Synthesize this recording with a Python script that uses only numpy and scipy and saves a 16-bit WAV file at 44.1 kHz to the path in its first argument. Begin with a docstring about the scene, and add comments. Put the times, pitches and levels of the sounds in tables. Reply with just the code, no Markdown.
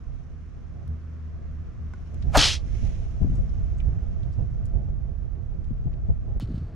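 """A breeze with single gusts rumbles on the microphone over a far engine's hum and traffic wash.
At a food bowl on a tiled doorstep a cat spits: hollow puff, sharp pop, wet hiss that thins out.
The voice is noise in moving resonances plus a ringing pop; wind is level-driven low noise in each port.
Dull low bumps are sinking noise bands, a hand rubbing the camera is a scraping wash; ticks and clicks are
short noise bursts, paws and fur grainy noise. Near the end the sound dips briefly and returns narrower."""
import sys
import numpy as np
from scipy import signal
from scipy.fft import rfft, irfft
from scipy.io import wavfile
from scipy.ndimage import uniform_filter1d

SR = 44100
rng = np.random.default_rng(int(sys.argv[2]) if len(sys.argv) > 2 else 0)


def dump_mix(stems):
    """Bounce the given channels to the path in sys.argv[1] as a 16-bit WAV at rate SR."""
    frames = np.atleast_2d(stems).T  # one column per channel
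    limited = np.clip(frames, -1, 1)  # hard clip at full scale
    pcm = np.round(limited * 32767).astype(np.int16)
    wavfile.write(sys.argv[1], SR, pcm)


N = 297675
T = np.arange(N) / SR
HZ = np.fft.rfftfreq(N, 1 / SR)
PUFF_S, PUFF_DB = 2.3555, -19  # the blast reaches its full level
OPEN_S = 2.369  # the mouth starts to open


def amp(db):
    """Decibels to gain."""
    return 10 ** (np.asarray(db) / 20)


def unit(x):
    """Scales to an rms of one."""
    return x / np.sqrt(np.mean(x ** 2) + 1e-20)


def over_hz(points):
    """Joins (hz, value) points on a log-frequency axis."""
    hz, value = np.transpose(points)
    return np.interp(np.log(HZ + 1), np.log(hz + 1), value)


def over_time(rows):
    """Joins (s, ..) rows: one curve for each further column."""
    s, *columns = np.transpose(rows)
    return [np.interp(T, s, column) for column in columns]


def tinted(gain):
    """Noise of rms one with the given gain at each frequency."""
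    a, b = rng.standard_normal((2, len(HZ)))
    return unit(irfft((a + 1j * b) * gain, N))


def band(hz, centre_hz, width_hz):
    """Gain of a resonance with steep skirts; width at -3 dB."""
    return (1 + ((hz - centre_hz) / (1.15 * width_hz)) ** 2) ** -2


def ringing(hz, width_hz):
    """Noise in a resonance whose centre follows the curve hz."""
    a, b = (tinted(band(HZ, 0, width_hz)) for part in range(2))
    angle = 2 * np.pi * np.cumsum(hz) / SR
    return a * np.cos(angle) + b * np.sin(angle)


def wander(rate_hz):
    """Random drift of rms one, mostly slower than the given rate."""
    return tinted(np.exp(-(HZ / rate_hz) ** 2))


def steadied(x, seconds):
    """Evens out a noise's level, so that its driving force alone sets the loudness."""
    power = uniform_filter1d(x ** 2, max(int(seconds * SR), 2), axis=-1)
    return x / np.sqrt(abs(power) + 1e-9)


def panned(side_db):
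    """Left and right gains of constant power; side_db is left minus right."""
    gains = amp(np.array([side_db, -side_db]).reshape(2, -1) / 2)
    return gains / np.sqrt(np.mean(gains ** 2, axis=0))


def both_ports(gain, likeness, side_db):
    """Diffuse sound: noise of one colour, partly alike left and right."""
    same = np.clip(likeness, 0, 1)
    shared = np.sqrt(same) * tinted(gain)
    separate = np.sqrt(1 - same) * np.array([tinted(gain), tinted(gain)])
    return panned(side_db) * (shared + separate)


def add(mix, s, sound):
    """Mixes a sound in at time s."""
    part = mix[round(s * SR):][:len(sound)]
    part += sound[:len(part)]


def bursts(rows, rise_s):
    """Each row is a burst of noise in one resonance that dies away."""
    out, t = np.zeros(N), np.arange(SR // 2) / SR
    hz = np.fft.rfftfreq(len(t), 1 / SR)
    for s, db, centre_hz, width_hz, t60_s in rows:
        spectrum = rfft(rng.standard_normal(len(t)))
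        ring = irfft(spectrum * band(hz, centre_hz, width_hz), len(t))
        shape = (1 - np.exp(-t / rise_s)) * np.exp(-np.log(1000) * t / t60_s)
        add(out, s, amp(db) * unit(ring * shape) * np.sqrt(np.mean(shape ** 2)))
    return out


def struck(s, level_db, modes):
    """One blow at time s rings a set of decaying sine modes."""
    age = np.maximum(T - s, 0)
    out = np.zeros(N)
    for hz, db, t60_s in modes:
        decay = np.exp(-np.log(1000) * age / t60_s)
        out += amp(level_db + db) * decay * np.sin(2 * np.pi * hz * age)
    return out


def puff_db(hold_s=0.011, rise_db_per_s=1350, fall_db_per_s=2600):
    """Force of the blast behind the closed mouth: it swells, holds and collapses."""
    rise_db = rise_db_per_s * np.maximum(PUFF_S - T, 0)
    fall_db = fall_db_per_s * np.maximum(T - PUFF_S - hold_s, 0)
    return PUFF_DB - rise_db - fall_db


def puff(dull_db_per_s=200, faint_hiss_db=-31.5, faint_hiss_hz=3700, faint_hiss_width_hz=5600,
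         faint_hiss_follow=.7):
    """A blast rings the throat, which sinks and dulls; a faint bright hiss rises and falls with it."""
    # throat resonances: start_hz, width_hz, relative_db, share of the sinking (0-1)
    throat_modes = [(710, 140, 2.5, 1), (980, 180, -3, .2), (1230, 120, -4, .1), (1490, 130, -7.5, .1),
                    (2200, 1000, -5.5, .3)]
    sink_share, sink_lead_s, sink_s = .16, .001, .013
    sink = sink_share * np.clip((T - PUFF_S + sink_lead_s) / sink_s, 0, 1)
    dull_db = dull_db_per_s * np.maximum(T - PUFF_S, 0)
    throat = np.zeros(N)
    for hz, width_hz, db, share in throat_modes:
        distance = abs(hz / throat_modes[0][0] - 1)  # far from the first resonance dulls faster
        ring = steadied(ringing(hz * (1 - share * sink), width_hz), 0.0034)
        throat += amp(db - distance * dull_db) * ring
    force_db = puff_db()
    faint_gain = amp(faint_hiss_db + faint_hiss_follow * (force_db - PUFF_DB))
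    faint_hiss = faint_gain * tinted(band(HZ, faint_hiss_hz, faint_hiss_width_hz))
    return amp(force_db) * throat + faint_hiss


def pop():
    """The mouth pops open and its cavity rings."""
    # cavity modes: hz, relative_db, t60_s
    cavity = [(290, -0.5, .1), (430, -7.5, 0.044), (698.4, -2.5, .04)]
    return struck(2.3733, -14.5, cavity)


def cracks():
    """Short noise bursts as the mouth flies open."""
    # cracks of the spit: start_s, level_db, centre_hz, width_hz, t60_s
    crack_rows = [(2.3696, -19.5, 5790, 1963, 0.025), (2.37, -24, 9930, 9000, 0.029),
                  (2.3731, -16.5, 1300, 1200, .03), (2.3736, -25, 11060, 9075, .01),
                  (2.374, -23, 130, 298.7, 0.05)]
    return bursts(crack_rows, rise_s=0.00097)


def air_flow(opening_s=0.005, flow_db=-20, crest_after_s=0.047, sag_db=8, sag_s=0.1):
    """Once the mouth is open the flow arches and is cut off."""
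    shut_after_s, shut_db_per_s = 0.19, 340
    age = T - OPEN_S
    arch_db = flow_db - sag_db * ((age - crest_after_s) / sag_s) ** 2
    shut_db = shut_db_per_s * np.maximum(age - shut_after_s, 0)
    return np.clip(age / opening_s, 0, 1) * amp(arch_db - shut_db)


def hiss(jet_db=-9, deep_db=-3, deep_loss_db=18, flutter_db=1.15, flutter_hz=130):
    """Turbulent air: resonances drop as the mouth opens, converge as it narrows; saliva flutters."""
    # open-mouth resonances: base_hz, width_hz, relative_db
    mouth_modes = [(1910, 460, -8), (2454, 310, -4.5), (3088, 460, 2.3), (4156, 830, 1.5), (5380, 630, -2),
                   (6220, 800, -5), (7600, 1300, -10.5), (9970, 1500, -16.5)]
    # air at the teeth: hz, relative db_per_hz
    jet_colour = [(300, -17), (1500, -4), (3000, 1.5), (6000, 1), (8500, -13), (11000, -15), (12300, -26),
                  (16000, -47)]
    # wide open throat: hz, relative db_per_hz
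    deep_colour = [(90, -2.5), (160, -0.5), (300, -3.5), (480, -3), (700, 2), (1000, -1.5), (1300, -0.5),
                   (1900, -4.5), (3000, -19.5), (8000, -46)]
    narrowing_s, narrow_hz, narrow_pull = 0.17, 4033, .16
    slit_raise, slit_s = .8, .004  # the first slit raises the resonances by this share
    age = np.maximum(T - OPEN_S, 0)
    narrowing = np.minimum(age / narrowing_s, 1)
    slit = 1 + slit_raise * np.exp(-age / slit_s)
    mouth = np.zeros(N)
    for hz, width_hz, db in mouth_modes:
        pull = (narrow_hz / hz) ** (narrow_pull * narrowing)
        mouth += amp(db) * ringing(slit * hz * pull, width_hz)
    teeth = amp(jet_db) * tinted(amp(over_hz(jet_colour)))
    deep_noise = steadied(tinted(amp(over_hz(deep_colour))), 0.0091)
    throat = amp(deep_db - deep_loss_db * narrowing) * deep_noise
    flutter = amp(flutter_db * wander(flutter_hz))
    return air_flow() * flutter * (unit(mouth) + teeth + throat)


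def spray(level_db=-9, per_s=420, spread_db=3.0, centre_hz=4500, width_hz=3000):
    """Tiny drops of saliva burst in the stream of air; level is relative to the flow."""
    hits = rng.random(N) < per_s / SR
    signs = rng.choice([-1, 1], N)
    drops = hits * signs * amp(spread_db * np.clip(rng.standard_normal(N), -2, 2))
    bursting = unit(irfft(rfft(drops) * band(HZ, centre_hz, width_hz), N))
    return amp(level_db) * air_flow() * bursting


def doorstep(x, echo_db=-13, tail_db=-24, t60_s=0.067):
    """The tiles, the door and the wall throw back a few quick echoes and a short tail."""
    t = np.arange(SR // 3) / SR
    response = rng.standard_normal(len(t)) * np.exp(-np.log(1000) * t / t60_s) * (t > .004)
    response *= amp(tail_db) / np.linalg.norm(response)
    response[0] = 1  # direct sound
    for delay_s, share in [(.0015, 0.11), (.00277, -0.29), (.0093, .6)]:
        response[round(delay_s * SR)] += share * amp(echo_db)
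    return signal.fftconvolve(x, response)[:N]


def bumps(rise_s=0.0027, settle_s=0.01153, low_hz=65, width_hz=85):
    """Dull low bumps, one the low part of the click at 6.398 s: each pitch settles as it dies."""
    # start_s, level_db, starting pitch_hz, t60_s, left minus right_db
    bump_rows = [(3.232, -20.5, 150, 0.14, 12), (3.244, -22, 290, 0.087, 12), (3.296, -14.5, 150, .06, -2),
                 (5.707, -21, 105, 0.11, 10), (5.857, -16, 170, 0.094, 18), (6.398, -24, 210.6, 0.04, 10),
                 (6.421, -23, 350, 0.095, -1), (6.433, -21, 130, .06, 0), (6.487, -31, 310, 0.15, 3),
                 (6.502, -27.5, 280, .1, 0), (6.519, -25.5, 230, 0.065, 0),
                 (6.543, -17.5, 110, 0.072, -2.5), (6.575, -25.5, 210, 0.088, 3.5),
                 (6.612, -25.5, 170, 0.12, -0.5)]
    out = np.zeros((2, N))
    for s, db, start_hz, t60_s, side_db in bump_rows:
        age = np.clip(T - s, 0, 1)
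        pitch_hz = low_hz + (start_hz - low_hz) * np.exp(-age / settle_s)
        ring = steadied(ringing(pitch_hz, width_hz), .012)
        shape = amp(db - 60 * age / t60_s) * (1 - np.exp(-age / rise_s))
        out += panned(side_db) * shape * ring
    return out


def rub(grain_db=1.8, grain_hz=120, rise_s=.002):
    """The hand slides on the camera: a fine scraping wash that rings the housing."""
    # slides: start_s, level_db, length_s
    slides = [(6.403, -48, 0.081), (6.472, -67, 0.64), (6.55, -64, 0.032), (6.578, -60, 0.019)]
    # housing resonances: hz, width_hz, relative_db
    housing_modes = [(1330, 110, 4), (3030, 100, 2), (4320, 390, -0.5), (3200, 3100, 1),
                     (8200, 4500, -16.5)]
    force = np.zeros(N)
    for s, db, length_s in slides:
        fall = np.clip(1 - (T - s) / length_s, 0, 1) ** 2
        force += amp(db) * np.clip((T - s) / rise_s, 0, 1) * fall
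    colour = sum(amp(db) * band(HZ, hz, width_hz) for hz, width_hz, db in housing_modes)
    return force * amp(grain_db * wander(grain_hz)) * tinted(colour)


def knock():
    """The plastic bowl is nudged and its modes ring."""
    # bowl modes: hz, relative_db, t60_s
    bowl_modes = [(1050, -1, .03), (1465, 1.5, 0.042), (2060, -7, .03), (2270, -21, .03)]
    return struck(1.9367, -43.5, bowl_modes)


def ticks():
    """Small ticks, and sharp clicks at 0.878 and 6.399 s: short bursts, separate noise in each port."""
    # start_s, level_db, centre_hz, width_hz, t60_s
    tick_rows = [(.878, -45.5, 1500, 14000, 0.0039), (1.9365, -58, 5460, 3500, 0.023),
                 (2.1435, -52, 5940, 6000, .012), (2.223, -49.5, 3280, 3210, 0.052),
                 (3.493, -56.5, 5030, 1000, 0.02), (3.798, -51.5, 2380, 150, .06),
                 (3.8023, -44, 2960, 200, 0.021), (3.8024, -48, 3500, 695, 0.014),
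                 (3.812, -51.5, 2140, 300, 0.021), (4.231, -52.5, 3020, 3050, 0.028),
                 (4.6562, -51, 7350, 5043, 0.015), (4.6638, -57, 7000, 5000, .015),
                 (5.642, -61, 3810, 3996, 0.043), (5.932, -50.5, 2374, 300, 0.014),
                 (5.9391, -53.5, 3320, 2600, .014), (6.3988, -33, 2040, 15970, .0045),
                 (6.3992, -29, 700, 1490, 0.0057)]
    return np.array([bursts(tick_rows, rise_s=0.00021) for port in range(2)])


def scuffs(grain_db=4.0, grain_hz=140, rise_s=.002):
    """Grainy scuffs: grit catches and slips under a paw until it comes to rest."""
    # start_s, level_db before grain, length_s, centre_hz, width_hz
    scuff_rows = [(3.352, -63.5, .06, 6800, 3010), (3.78, -65.5, .055, 6500, 2800),
                  (4.324, -70.5, 0.12, 4960, 2800)]
    out = np.zeros(N)
    for s, db, length_s, centre_hz, width_hz in scuff_rows:
        force = np.clip((T - s) / rise_s, 0, 1) * np.clip(1 - (T - s) / length_s, 0, 1) ** 2
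        out += amp(db) * force * tinted(band(HZ, centre_hz, width_hz))
    return out * amp(grain_db * wander(grain_hz))


def rustle(grain_db=1.0, grain_hz=70):
    """Fur and paws brush the ground, most just after the spit."""
    # cats' movement: time_s, level_db before grain
    movement = [(0, -72), (.8, -74), (1.8, -73.5), (2.3, -65), (2.65, -61.5), (2.85, -55.5), (3.1, -64.5),
                (4.4, -71.5), (5, -76), (6.75, -76)]
    # brushing noise: hz, relative db_per_hz
    brush_colour = [(880, -36.5), (1500, -7), (1880, -4), (2080, -1.5), (2510, -2.5), (4820, -12.5),
                    (5450, -5), (6330, -6), (7990, -21), (9630, -19), (12100, -36), (14000, -41)]
    db, = over_time(movement)
    brushing = both_ports(amp(over_hz(brush_colour)), likeness=0.15, side_db=-5.5)
    return amp(db + grain_db * wander(grain_hz)) * brushing


def wind(level_db=3.5, lump_db=1.0, lump_hz=12, eddy_db=2.14, eddy_hz=220, eddy_follow=0.42,
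         usual_db=-30.5, crest_share=0.3, thump_hz=138, thump_width_hz=100, housing_db=-12):
    """Eddies press on each port; small, brighter ones follow the breeze less; gusts thump the housing."""
    # wind noise: hz, relative db_per_hz
    rumble_colour = [(8.8, -34.5), (15, -3), (43, 4.5), (84, -0.5), (133, -7.5), (292, -38), (336, -29),
                     (601, -36), (679, -31), (755, -43.5), (810, -36.5), (900, -52), (1000, -49),
                     (1300, -79), (2200, -120)]
    # left-right likeness: hz, likeness (0-1)
    likeness_points = [(20, 0.17), (200, 0.02), (1000, 0.048)]
    # breeze: time_s, db before the wind gain level_db, left minus right_db
    breeze_rows = [(0, -45.5, -6), (.75, -43.5, -4.5), (1.15, -48.5, 0), (1.5, -39.5, -2),
                   (2.12, -42, -0.5), (2.25, -28, -7.5), (2.57, -32.5, -7), (2.66, -28.5, -5.5),
                   (3.1, -33, -4), (3.5, -27.5, -3.5), (4.1, -30, -6), (4.9, -30.5, -4),
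                   (5.3, -33.5, -13.5), (5.8, -33, -0.5), (6.35, -30, -3.5), (6.75, -35, -1.5)]
    # gusts (large_db and small_db before the wind gain):
    # start_s, large_db, length_s, small_db, housing thump_db, left minus right_db
    gust_rows = [(0.052, -32.5, 0.15, -40, -66, -12), (0.87, -37.5, 0.047, -32, -59, -4),
                 (2.228, -28.5, 0.17, -28, -37.5, -21.5), (2.366, -18, 0.037, -28, -42, 19.5),
                 (2.816, -24.5, 0.084, -29, -36, -10), (3.205, -21.5, 0.08, -23.5, -26, 22.5),
                 (3.31, -26, 0.04, -28, -30.5, 1), (3.373, -23.5, 0.073, -22.5, -36.5, 3),
                 (3.818, -24.5, 0.14, -28, -45, -8.5), (4.375, -23.5, 0.077, -24, -41, -15),
                 (4.732, -22.5, 0.091, -25, -45, -17), (5.866, -23, 0.028, -25, -41, 10.5),
                 (6.084, -18.5, 0.038, -21.5, -42, -1), (6.357, -24, .03, -28, -37, -0.5)]
    colour, same = amp(over_hz(rumble_colour)), np.clip(over_hz(likeness_points), 0, 1)
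    a, b = rfft(rng.standard_normal((2, N)))
    spectra = colour * np.array([a, same * a + np.sqrt(1 - same ** 2) * b])
    ports = steadied(irfft(spectra, N), 0.099)
    small = irfft(rfft(ports) * HZ ** 2 / (HZ ** 2 + eddy_hz ** 2), N)
    large = ports - small

    breeze_db, lean_db = over_time(breeze_rows)
    small_breeze_db = usual_db + eddy_follow * (breeze_db - usual_db)
    large_power = (panned(lean_db) * amp(breeze_db)) ** 2
    small_power = (panned(lean_db) * amp(small_breeze_db)) ** 2
    thump = amp(housing_db) * np.sqrt(small_power)
    for s, db, length_s, small_db, thump_db, side_db in gust_rows:
        age = np.clip((T - s) / (crest_share * length_s), 0, 20)
        gust = panned(side_db) * age * np.exp(1 - age)  # crests at age 1
        large_power += (amp(db) * gust) ** 2
        small_power += (amp(small_db) * gust) ** 2
        thump += amp(thump_db) * gust

    small_eddies = small * np.sqrt(small_power) * amp(eddy_db * wander(lump_hz))
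    eddies = large * np.sqrt(large_power) + small_eddies
    thump_noise = both_ports(band(HZ, thump_hz, thump_width_hz), likeness=0.07, side_db=0)
    housing = steadied(thump_noise, 0.0067)
    lumps = unit(amp(lump_db * wander(lump_hz)))
    return amp(level_db) * lumps * eddies + thump * housing


def engine(pitch_hz=77.7, level_db=-43, waver=.012, waver_hz=2.46, throb_db=1, throb_hz=13.0):
    """A low far hum that swells now and then; its sine lines waver in pitch and level."""
    # swells: centre_s, level_db, length_s
    swells = [(0.921, -29.5, 0.041), (1.17, -38.5, 0.25), (1.569, -36, 0.09), (1.85, -32.5, 0.044),
              (2.2, -38.5, 0.15)]
    # lines: multiple of the pitch, relative_db
    lines = [(1, 1.5), (1.6, -15.5), (2.001, -13), (3.041, -19)]
    level = amp(level_db)
    for s, db, length_s in swells:
        level = level + amp(db) * np.exp(-((T - s) / length_s) ** 2)
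    turns = np.cumsum(pitch_hz * (1 + waver * wander(waver_hz))) / SR
    hum = np.zeros(N)
    for multiple, db in lines:
        line_gain = amp(db + throb_db * wander(throb_hz))
        hum += line_gain * np.sin(2 * np.pi * (multiple * turns + rng.random()))
    return level * hum


def street():
    """The wash of distant traffic: diffuse noise that swells and recedes."""
    # traffic: time_s, level_db
    traffic = [(.4, -59.5), (1.1, -57.5), (4.3, -57.5), (5, -61), (6.2, -60.5), (6.5, -56)]
    # wash: hz, relative db_per_hz
    wash_colour = [(150, -34), (250, 0.5), (289, -4.5), (393, -7), (420, -12.5), (455, -6), (535, -13.5),
                   (682, -19), (716, -16.5), (870, -19), (1130, -12.5), (1610, -17), (3340, -32),
                   (5600, -37), (12000, -62), (15600, -92), (22000, -120)]
    db, = over_time(traffic)
    return amp(db) * both_ports(amp(over_hz(wash_colour)), likeness=0.46, side_db=-1)


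def scene():
    """The spitting cat is straight ahead; ticks, rustle, street and wind spread across both ports."""
    spit = doorstep(puff() + pop() + cracks() + hiss() + spray())
    bumps_and_rub = bumps() + rub()
    small_sounds = knock() + ticks() + scuffs() + rustle()
    return spit + bumps_and_rub + small_sounds + wind() + engine() + street()


def record(dry, narrow_side_db=-16, fade_in_s=.004, edge_hz=15800):
    """Near the end the sound dips briefly and comes back narrow; then the band limit."""
    # brief dip: time_s, gain
    dip = [(6.381, 1), (6.386, 0.55), (6.398, .03), (6.399, 0.92)]
    mid = dry.mean(0)
    side = (dry[0] - dry[1]) / 2 * amp(narrow_side_db * (T > dip[-1][0]))
    gain = over_time(dip)[0] * np.minimum(T / fade_in_s, 1)
    heard = np.array([mid + side, mid - side]) * gain
    lowpass = signal.firwin(511, edge_hz, window=("kaiser", 9), fs=SR)
    return signal.oaconvolve(heard, lowpass[None], "same")


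dry = scene()
out = record(dry)
dump_mix(out)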